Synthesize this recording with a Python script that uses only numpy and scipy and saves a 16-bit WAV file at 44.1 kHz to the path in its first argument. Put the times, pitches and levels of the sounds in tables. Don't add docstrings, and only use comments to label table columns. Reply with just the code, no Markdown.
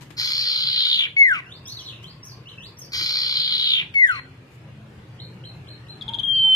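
import sys
import numpy as np
from scipy import signal
from scipy.fft import rfft, irfft, next_fast_len
from scipy.io import wavfile
from scipy.ndimage import uniform_filter1d

SR = 44100
rng = np.random.default_rng(int(sys.argv[2]) if len(sys.argv) > 2 else 0)


def store_wav(level_fs):
    pcm = np.round(np.clip(np.atleast_2d(level_fs), -1, 1) * 32767)
    wavfile.write(sys.argv[1], SR, pcm.T.astype(np.int16))


def elevation(decibels):
    levels = np.asarray(decibels, float)
    return 10 ** (levels / 20)


N = 288855


def evened(x):
    return x / np.sqrt(np.mean(x ** 2) + 1e-20)


def wander(n, size):
    noise = rng.standard_normal(SR * 2)
    return evened(uniform_filter1d(uniform_filter1d(noise, size), size))[:n]


def read(points, hz):
    f, value = np.transpose(points)
    return np.interp(np.log(hz + 1), np.log(f + 1), value)


def stretched(shape, start, length):
    share, *columns = np.transpose(shape)
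    return [start + length * share] + columns


def unroll(rows):
    s, *columns = np.transpose(rows)
    t = np.arange(s[0], s[-1], 1 / SR)
    return s[0], [np.interp(t, s, c) for c in columns]


def add(mix, s, sound):
    part = mix[round(s * SR):][:len(sound)]
    part += sound[:len(part)]


def soft_ends(n, seconds):
    k = np.arange(n)
    return np.sin(np.pi / 2 * np.clip(np.minimum(k, n - k) / (seconds * SR), 0, 1)) ** 2


def resonate(x, hz, width):
    turn = np.exp(2j * np.pi * np.cumsum(hz * np.ones(len(x))) / SR)
    r = np.exp(-np.pi * width / SR)
    return 2 * (turn * signal.lfilter([1 - r], [1, -r], x / turn + 1e-18)).real


def resonate_twice(x, hz, width, hz_2, width_2):
    return resonate(resonate(x, hz, width), hz_2, width_2)


def shaped(x, gain):
    n = next_fast_len(N + 4096)
    return irfft(rfft(x, n) * gain(np.fft.rfftfreq(n, 1 / SR)), n)[..., :N]


def ports(x, lead_ms, left_db):
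    left = shaped(x, lambda hz: elevation(left_db / 2) * np.exp(2j * np.pi * hz * lead_ms / 1000))
    return np.array([left, x * elevation(-left_db / 2)])


# (f/Hz, time to fall 60 dB/s)
YARD_RING = [(300, 0.29), (1500, 0.23), (4000, 0.29), (8000, 0.31)]


def yard(x, predelay_s):
    taps = np.zeros((2, SR))
    at = np.arange(round(predelay_s * SR), SR - 40, 20)
    at = at + rng.integers(0, 20, (2, SR // 20))[:, :len(at)]
    signs = rng.choice([-1., 1.], (2, SR // 20))[:, :at.shape[1]]
    np.put_along_axis(taps, at, signs, 1)
    hz, t, z = signal.stft(taps, SR, nperseg=256)
    decay_db = -60 * t / read(YARD_RING, hz)[:, None]
    tail = signal.istft(z * elevation(decay_db), SR, nperseg=256)[1]
    return signal.fftconvolve(x[None], tail / np.linalg.norm(tail[0]), axes=1)[:, :N]


# (f/Hz, level per Hz/dB)
YARD_AIR = [(15, -72), (30, -31.5), (76, -17), (123, -2.5), (209, -17.5), (282, -22), (324, -18),
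            (408, -21.5), (796, -28.5), (1030, -27.5), (1350, -30), (1960, -30.5), (2830, -31),
            (3250, -35.5), (6200, -48.5), (8060, -48.5), (13600, -120)]
# (t/s, level/dB)
TRAFFIC_SWELL = [(0, -48), (1.199, -51), (1.499, -46.5), (2.9, -47.5), (3.9, -47), (4.149, -48), (5.1, -46),
                 (5.9, -45), (6.55, -40)]
# (f/Hz, likeness 0-1)
LIKENESS = [(60, 0.97), (150, 1), (370, 0.81), (930, 0.3), (2310, 0.017), (5750, 0.072)]


def traffic():
    frames, hz = N // 512 + 5, np.fft.rfftfreq(2048, 1 / SR)
    a, b, c, d, patches = rng.standard_normal((frames, 1025, 5)).T
    patches = evened(uniform_filter1d(uniform_filter1d(patches, 8, 0), 8, 1))
    same = np.clip(read(LIKENESS, hz), -1, 1)[:, None]
    left = a + 1j * b
    right = same * left + np.sqrt(1 - same ** 2) * (c + 1j * d)
    z = np.array([left, right]) * elevation(read(YARD_AIR, hz)[:, None] + 2.54 * patches)
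    rumble = evened(signal.istft(z, nperseg=2048, noverlap=1536)[1][:, :N])
    swell_db = np.interp(np.arange(N) / SR, *np.transpose(TRAFFIC_SWELL))
    return elevation(swell_db + [[2.5], [1.5]]) * rumble


# (t/s, length/s, level/dB, brightness/dB)
HOPS = [
    (.008, 0.03, -54.5, -25),
    (0.104, 0.011, -50, -3),
    (0.12, 0.0044, -79, -19.5),
    (2.028, 0.017, -57, -3.5),
    (4.507, 0.056, -72.5, 6),
]


def hops():
    out = np.zeros(N)
    for s, length, db, bright_db in HOPS:
        grit = rng.standard_normal(4000) * elevation(0.45 * rng.exponential(1, 4000))
        grit = grit[:round(length * SR)]
        dull, bright = evened(resonate(grit, 1600, 3930)), evened(np.diff(grit, prepend=0))
        add(out, s, elevation(db) * (dull + elevation(bright_db) * bright) * soft_ends(len(grit), 0.0014))
    return ports(out, 0.09, 21.5) + elevation(5.0) * yard(out, 0.0053)


# (t/s, length/s, effort level/dB, throat pitch f/Hz)
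RASPS = [
    (0.166, 0.9136, -24.5, 4503),
    (2.918, 0.92, -25, 4442),
]
# (share of length, effort level/dB, share of throat pitch, beak brightness/dB, low rattle/dB)
RASP_SHAPE = [(0, -14, 1.03, 9.5, 12.5), (.025, -3.5, 0.89, 17, 9), (.25, -1, 0.96, 6, 4.5),
              (.5, 1.9, 0.9, 4.5, 0), (.72, 4.5, 0.88, -12, -2), (.86, 5, 0.84, -5.5, -5.5),
              (.95, 5, 0.7, 0, -6), (.985, -6.5, 0.49, -18, 1.5), (1, -18, 0.32, -34.5, -1.5)]
# (share of throat pitch, width f/Hz, level/dB)
THROAT = [(.25, 350, -19), (.34, 512, -15), (.56, 435, -5), (.7, 415, -4), (.84, 447, 5), (1.01, 373, 10.5),
          (1.22, 517, -11), (1.6, 1020, -28)]
# (f/Hz, width
# f/Hz, depth 0-1, change of depth by the end)
RASP_DIPS = [(1830, 220, .5, .5), (5850, 200, .85, 0), (5900, 250, .7, 0), (3720, 300, 1.1, -.8),
             (3740, 300, 1, -.9), (2740, 220, .5, 0)]


def rasp(start, length, level_db, top_hz):
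    curves = np.transpose(stretched(RASP_SHAPE, start, length))
    s, (effort_db, closing, bright_db, low_db) = unroll(curves)
    n, hz = len(closing), top_hz * closing
    depth = np.linspace(0.45, 0.72, n)
    throbs_per_s = 65 * (1 + 0.086 * wander(n, size=300))
    beat = (.5 + .5 * np.cos(2 * np.pi * np.cumsum(throbs_per_s) / SR)) ** 2.5
    white, chance = rng.standard_normal(SR * 2)[:n], rng.random(SR * 2)[:n]
    size = rng.exponential(1, SR * 2)[:n]
    snaps = (chance < 900 / SR) * elevation(0.4 * np.minimum(size, 3))
    drive = evened(snaps - snaps.mean()) + 1.12 * white
    throat = np.zeros(n)
    for k, (share, width, db) in enumerate(THROAT):
        low, high = share < .6, share > 1.1
        deep = np.clip(depth + .3 * low, .25, .92)
        throbbing = drive * (1 - deep + deep * beat ** (1 + low))
        ring = resonate_twice(throbbing, share * hz, width * 1.82, share * hz, width * 1.7)
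        ring_db = db + bright_db * high + low_db * low
        throat += (-1) ** k * elevation(ring_db) * ring
    for dip_hz, width, most, change in RASP_DIPS:
        dip_depth = np.clip(most + change * np.arange(n) / n + .2 * wander(n, size=5000), 0, 1)
        moving_hz = dip_hz * (1 + .008 * wander(n, size=6000))
        throat = throat - dip_depth * resonate(throat, moving_hz, width)
    return s, elevation(level_db + effort_db) * evened(throat) * soft_ends(n, 0.0068)


def whistle(rows, tones=(), waver=0.006, fade=0.0022, flutter_db=0., blur=0.):
    s, (hz, db, octave_db) = unroll(rows)
    n = len(hz)
    turn = 2 * np.pi * np.cumsum(hz * (1 + waver * wander(n, size=150))) / SR
    upper = 0
    for k, g in enumerate(tones):
        strength = .9 / (k + 1) ** 1.5 + .45 * wander(n, size=300)
        upper = upper + elevation(g) * strength * np.sin((k + 3) * turn + .3 * k * wander(n, size=80))
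    tone = elevation(db + flutter_db * wander(n, size=200)) * np.sin(turn)
    octave_blur = blur * np.linspace(0, 1, n) * wander(n, size=50)
    tone = tone + elevation(octave_db) * np.sin(2 * turn + octave_blur)
    tone = tone + elevation(np.linspace(-4, -20, n)) * upper * soft_ends(n, 0.028)
    return s, np.sqrt(2) * tone * soft_ends(n, fade)


FALL_TONES = [-44.5, -35.5, -34, -53, -41, -51]
# (share of length, level/dB)
WHEEZE = [(0, -3.5), (.5, -15), (.68, -0.5), (.95, -4), (1, -11)]


def falling_whistle(shape, start, length, level_db):
    out = np.zeros(N)
    s, share, db, octave_db = stretched(shape, start, length)
    rows = np.transpose([s, 2230 * share, level_db + db, octave_db])
    add(out, *whistle(rows, FALL_TONES, waver=.002, fade=.003, blur=1.6))
    catch = evened(resonate_twice(rng.standard_normal(400), 2180, 1100, 2230, 690))
    add(out, start - .002, elevation(-33.5) * catch * soft_ends(400, 0.0034))
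    s, (leak_db,) = unroll(np.transpose(stretched(WHEEZE, start, length)))
    air = rng.standard_normal(SR)[:len(leak_db)]
    air = evened(resonate_twice(air, 2490, 1600, 2490, 1600)) + elevation(-6.5) * air
    add(out, s, elevation(-44.5 + leak_db) * air * soft_ends(len(air), .003))
    return out


# (start t/s, end t/s, f/Hz, level/dB)
DRONES = [
    (4.1, 4.48, 261, -57),
    (4.62, 5.25, 210, -56),
    (5.92, 6.6, 215, -54),
    (1.4, 2.75, 1060, -63),
    (4.15, 6.6, 121, -51),
    (4.5, 6.3, 312, -62),
    (5.0, 5.6, 525, -64),
    (4.7, 5.6, 172, -58),
    (1.4, 3.0, 118, -54),
]


def drones():
    out = np.zeros(N)
    for t0, t1, hz, db in DRONES:
        noise = rng.standard_normal(SR * 2)[:round((t1 - t0) * SR)]
        hum = evened(resonate_twice(noise, hz, hz ** 2 / 12000, hz, hz / 10))
        add(out, t0, elevation(db) * hum * soft_ends(len(hum), 0.0059))
    return out


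# (share of length, share of top pitch, level/dB)
CLIMB = [(0, .5, -6), (.42, .59, 0), (.68, .77, 2), (.84, .88, -5), (1, 1, -10)]
HOOK = [(0, .82, -3), (.19, 1, -2), (.26, .98, -3), (.48, .81, 1), (.55, .77, -11), (.75, .69, -8),
        (1, .76, -12)]
ARCH = [(0, .7, -3), (.3, .95, -1), (.48, 1, 0), (.63, .95, -3), (.78, .77, 0), (1, .63, -2)]
SPIKE = [(0, .63, -2), (.34, .73, 1), (.47, 1, -4), (.62, .8, -3), (.76, .71, 1), (1, .62, -4)]
CHIP = [(0, .6, -9), (.2, .93, -1), (.3, .98, 2), (.7, 1, -2), (1, .88, -15)]
FLAT = [(0, .95, -8), (.25, 1, 0), (.7, .99, -2), (1, .97, -9)]
SLIDE = [(0, .97, -3), (.2, 1, 0), (.6, .88, 0), (1, .74, -2)]
# (start t/s, end t/s, level/dB, top pitch f/Hz)
FAR_SONGS = [
    (CLIMB, [(1.44, 1.58, -49.5, 5040), (1.985, 2.115, -49.5, 5130), (2.575, 2.685, -43, 5120)]),
    (HOOK, [(1.655, 1.765, -44, 6270), (1.785, 1.9, -50, 6220), (2.228, 2.35, -43, 6475), (2.77, 2.89, -42.5, 6500)]),
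    (ARCH, [(1.66, 1.825, -42, 4534), (2.095, 2.14, -59, 4700)]),
    (SLIDE, [(1.84, 1.925, -45.5, 4240), (1.84, 1.91, -46.5, 3860)]),
    (SPIKE, [(1.922, 1.995, -50.5, 3990), (2.455, 2.543, -46.5, 4200), (5.12, 5.19, -73, 6800)]),
    (CHIP, [(5.188, 5.27, -46.5, 4320), (5.435, 5.52, -46.5, 4233), (5.668, 5.75, -47, 4240), (5.868, 5.95, -48, 4150)]),
    (FLAT, [(4.105, 4.186, -46, 4250), (6.32, 6.47, -50, 4620), (6.29, 7.4, -54, 4280)]),
]


def far_birds():
    birds = np.zeros(N)
    for song, calls in FAR_SONGS:
        for start, end, level_db, top_hz in calls:
            s, share, db = stretched(song, start, end - start)
            rows = np.transpose([s, top_hz * share, level_db + db, level_db + db - 21])
            add(birds, *whistle(rows, waver=.004, fade=.003, flutter_db=5))
    return ports(birds, 0.079, 0) + elevation(-0.5) * yard(birds, 0.0052)


# (t/s, length/s, level/dB, pitch f/Hz)
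PIPS = [
    (6.0106, 0.023, -27.5, 3336),
    (6.08, 0.021, -22.5, 3235),
    (6.1353, 0.022, -20, 3240),
    (6.186, 0.023, -18, 3163),
]
# (share of length, share of pitch, level/dB, octave level/dB)
PIP_SHAPE = [(0, 1.15, 0, -47.5), (.12, 1.07, -4, -53), (.28, 1.03, -9, -42), (.42, 1.0, -2.5, -32),
             (.58, 0.991, -0.5, -33.5), (.72, 1.01, -3, -35.5), (.86, 1.038, -9.5, -50),
             (1, 1.2, -21.5, -54)]


def pips():
    out = np.zeros(N)
    for start, length, level_db, hz in PIPS:
        s, share, db, octave_db = stretched(PIP_SHAPE, start, length)
        rows = np.transpose([s, hz * share, level_db + db, level_db + octave_db])
        add(out, *whistle(rows, waver=.002, fade=.0015))
        spit = evened(resonate_twice(rng.standard_normal(2000), 4660, 800, 3800, 800))
        spit = spit[:round(length * SR)]
        add(out, start, elevation(-49) * spit * soft_ends(len(spit), 0.004))
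    return out


# (t/s, length/s, level/dB, top pitch f/Hz)
COOS = [
    (6.073, 0.11, -38.5, 923),
    (6.437, 0.07, -44, 882),
]
# (share of length, share of top pitch, level/dB)
COO_SHAPE = [(0, .92, -9), (0.299, 1, -1), (.72, 1, -6), (1, 0.81, -21.5)]


def dove():
    coos = np.zeros(N)
    for start, length, level_db, top_hz in COOS:
        s, share, db = stretched(COO_SHAPE, start, length)
        rows = np.transpose([s, top_hz * share, level_db + db, np.full(len(s), -99)])
        add(coos, *whistle(rows, waver=0.014, fade=0.012))
    return coos + elevation(-0.5) * yard(coos, 0.0096)


# (t/s, pitch f/Hz, level/dB)
HELD = [(6.2315, 3480, -27), (6.236, 3260, -19), (6.25, 3190, -18.8), (6.259, 3260, -23.5),
        (6.274, 3260, -24), (6.283, 3200, -17.6), (6.36, 3145, -16.8), (6.45, 3100, -16.3),
        (6.56, 3078, -14.6)]


def held_whistle():
    out = np.zeros(N)
    rows = [(s, hz, db, db - 41 - 48.5 * (s - HELD[0][0])) for s, hz, db in HELD]
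    add(out, *whistle(rows, waver=.0006, fade=.0015))
    return out


# (start t/s, end t/s, level/dB, left port lead/ms, left over right/dB)
FALLS = [
    (1.165, 1.408, -5.5, 0.18, 4),
    (3.94, 4.201, -7, 0.206, 4.5),
]
# (share of length, share of pitch, level/dB, octave level/dB)
FALL_SHAPES = [
    [(0, 1, -10, -50), (.055, 0.99, -9.5, -48), (.22, 0.98, 0, -51), (.33, 0.94, -5, -46),
     (.47, .86, -8.5, -56.5), (.56, .75, -12, -45), (.65, .68, -7, -43.5), (.76, .59, -23, -25),
     (1, .46, -40.5, -33)],
    [(0, 1.01, -31, -53), (.07, 0.99, -7, -51), (.27, 0.95, -5, -53), (.4, .86, 1, -52),
     (.47, .81, -11.5, -55), (.55, .72, -21, -41), (.61, .685, -5.5, -37.5), (.76, .555, -24, -34.5),
     (1, .45, -35.5, -31.5)],
]
# (t/s, left over right/dB)
HEAD_TURN = [(6.0, 5), (6.24, 10.5), (6.38, 1), (6.55, -0.5)]
# (delay t/s, level/dB, extra delay to the right port/ms)
ECHOES = [(.0021, -11, 0.0), (.0047, -8, 0), (.009, -12, .37), (.014, -12, -.5), (0.023, -20, 1.4)]


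def singer():
    rasps, falls = np.zeros((2, N))
    tones, turn = np.zeros((2, N)), []
    for row in RASPS:
        add(rasps, *rasp(*row))
    for (start, end, level_db, lead_ms, left_db), shape in zip(FALLS, FALL_SHAPES):
        one = falling_whistle(shape, start, end - start, level_db)
        falls, tones = falls + one, tones + ports(one, lead_ms, 0)
        turn += [(start, left_db), (end, left_db)]
    front = pips() + held_whistle()
    right = elevation(-np.interp(np.arange(N) / SR, *np.transpose(turn + HEAD_TURN)))
    rasp_lead_ms = .183
    direct = ports(rasps, rasp_lead_ms, left_db=0.97)
    direct = direct + (tones + ports(front, -0.0022, 0)) * [np.ones(N), right]
    off_cage = ports(rasps, rasp_lead_ms, left_db=1.0)
    for s, db, extra_ms in ECHOES:
        add(direct[0], s, elevation(db) * off_cage[0])
        add(direct[1], s + extra_ms / 1000, elevation(db) * off_cage[1])
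    to_walls = elevation(-6.5) * rasps + elevation(-14) * falls + elevation(-10.5) * front
    add(to_walls, 0.14, elevation(-34) * falls)
    return direct, yard(to_walls, 0.0065)


def scene():
    near, tail = singer()
    power_db = 10 * np.log10(abs(uniform_filter1d((near ** 2).mean(0), 400)) + 1e-12)
    fall = np.arange(N) * 300.0 / SR
    held_db = np.maximum.accumulate(power_db + fall) - fall
    over_db = np.maximum(held_db + 26.5, 0)
    duck = elevation(-.6 * uniform_filter1d(over_db, 300))
    return near + tail + far_birds() + dove() + hops() + duck * (drones() + traffic())


def masked(x, under_db, slope_db):
    hz, t, z = signal.stft(x, SR, nperseg=1024, noverlap=768)
    bands = 10 * np.log10((abs(z[:, :512]) ** 2).reshape(2, 64, 8, -1).mean(2) + 1e-16)
    slope = slope_db * np.arange(64)[:, None]
    shadow = np.maximum.accumulate(bands + slope, axis=1) - slope - under_db
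    shadow = np.minimum(shadow, -74)
    keep = 1 / (1 + np.exp(np.clip(shadow - bands, -30, 30)))
    keep[:, :7] = 1
    z[:, :512] *= np.repeat(keep, 8, axis=1)
    return signal.istft(z, SR, nperseg=1024, noverlap=768)[1][:, :N]


def hollowed(x, valley_db, under_db):
    hz, t, z = signal.stft([x[0] + x[1], x[0] - x[1]], SR, nperseg=1024, noverlap=768)
    power = (abs(z[:, :192]) ** 2).reshape(2, 48, 4, -1).mean(2)
    bands = 10 * np.log10(abs(uniform_filter1d(power, size=14, axis=2)) + 1e-16)
    below = np.max([np.roll(bands, k, axis=1) for k in range(1, 4)], axis=0)
    above = np.max([np.roll(bands, -k, axis=1) for k in range(1, 4)], axis=0)
    shallow_db = valley_db * np.where(np.arange(48) < 33, 1, .4)[:, None]
    keep = np.minimum(below, above) - bands < shallow_db
    keep &= bands[::-1] - bands < under_db
    keep |= bands > -44
    keep[:, :10] = True
    z[:, :192] *= np.repeat(keep, 4, axis=1)
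    both, apart = signal.istft(z, SR, nperseg=1024, noverlap=768)[1][:, :N]
    return np.array([both + apart, both - apart]) / 2


# (f/Hz, level/dB)
TOP = [(7750, -41), (8150, -6), (10000, -7), (11500, -4.5), (12200, -2.5), (13500, -7.5), (15300, -7),
       (15700, -73.5)]


def rebuilt_top(low):
    shift = np.exp(2j * np.pi * 7500 * np.arange(N) / SR)
    moved = (signal.hilbert(low, next_fast_len(N))[:, :N] * shift).real
    hz, t, z = signal.stft(moved, SR, nperseg=256, noverlap=192)
    treble = np.sqrt((abs(z[:, 80:90]) ** 2).mean(1, keepdims=True))
    flat = z / (abs(z) + 1e-9) ** 0.66
    flat = flat / abs(flat[:, 50:90]).mean(1, keepdims=True) * treble ** 0.88
    noise = rng.standard_normal(z.shape) + 1j * rng.standard_normal(z.shape)
    noise = noise * uniform_filter1d(abs(flat), 5, 1)
    slow = uniform_filter1d(uniform_filter1d(abs(z) ** 2, size=3, axis=1), size=40, axis=2)
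    loud_enough = slow > slow[:, 64:76].max(1, keepdims=True) / elevation(2 * 20)
    filled = loud_enough & (slow > elevation(-170)) | (hz < 11800)[:, None]
    colour = elevation(read(TOP, hz) - 11.5)[:, None]
    top = signal.istft(filled * (flat + 1.1 * noise) * colour, SR, nperseg=256, noverlap=192)[1]
    return top[:, :N] * elevation([[0], [-7]])


def roll_off(x):
    return signal.sosfilt(signal.butter(12, 15500, fs=SR, output="sos"), x)


def record(dry):
    low = shaped(dry, lambda hz: 1 / (1 + (hz / 8300) ** 60))
    kept = hollowed(masked(low, under_db=13, slope_db=3.6), valley_db=5.5, under_db=11)
    return roll_off(kept + rebuilt_top(low))


dry = scene()
out = record(dry)
store_wav(out)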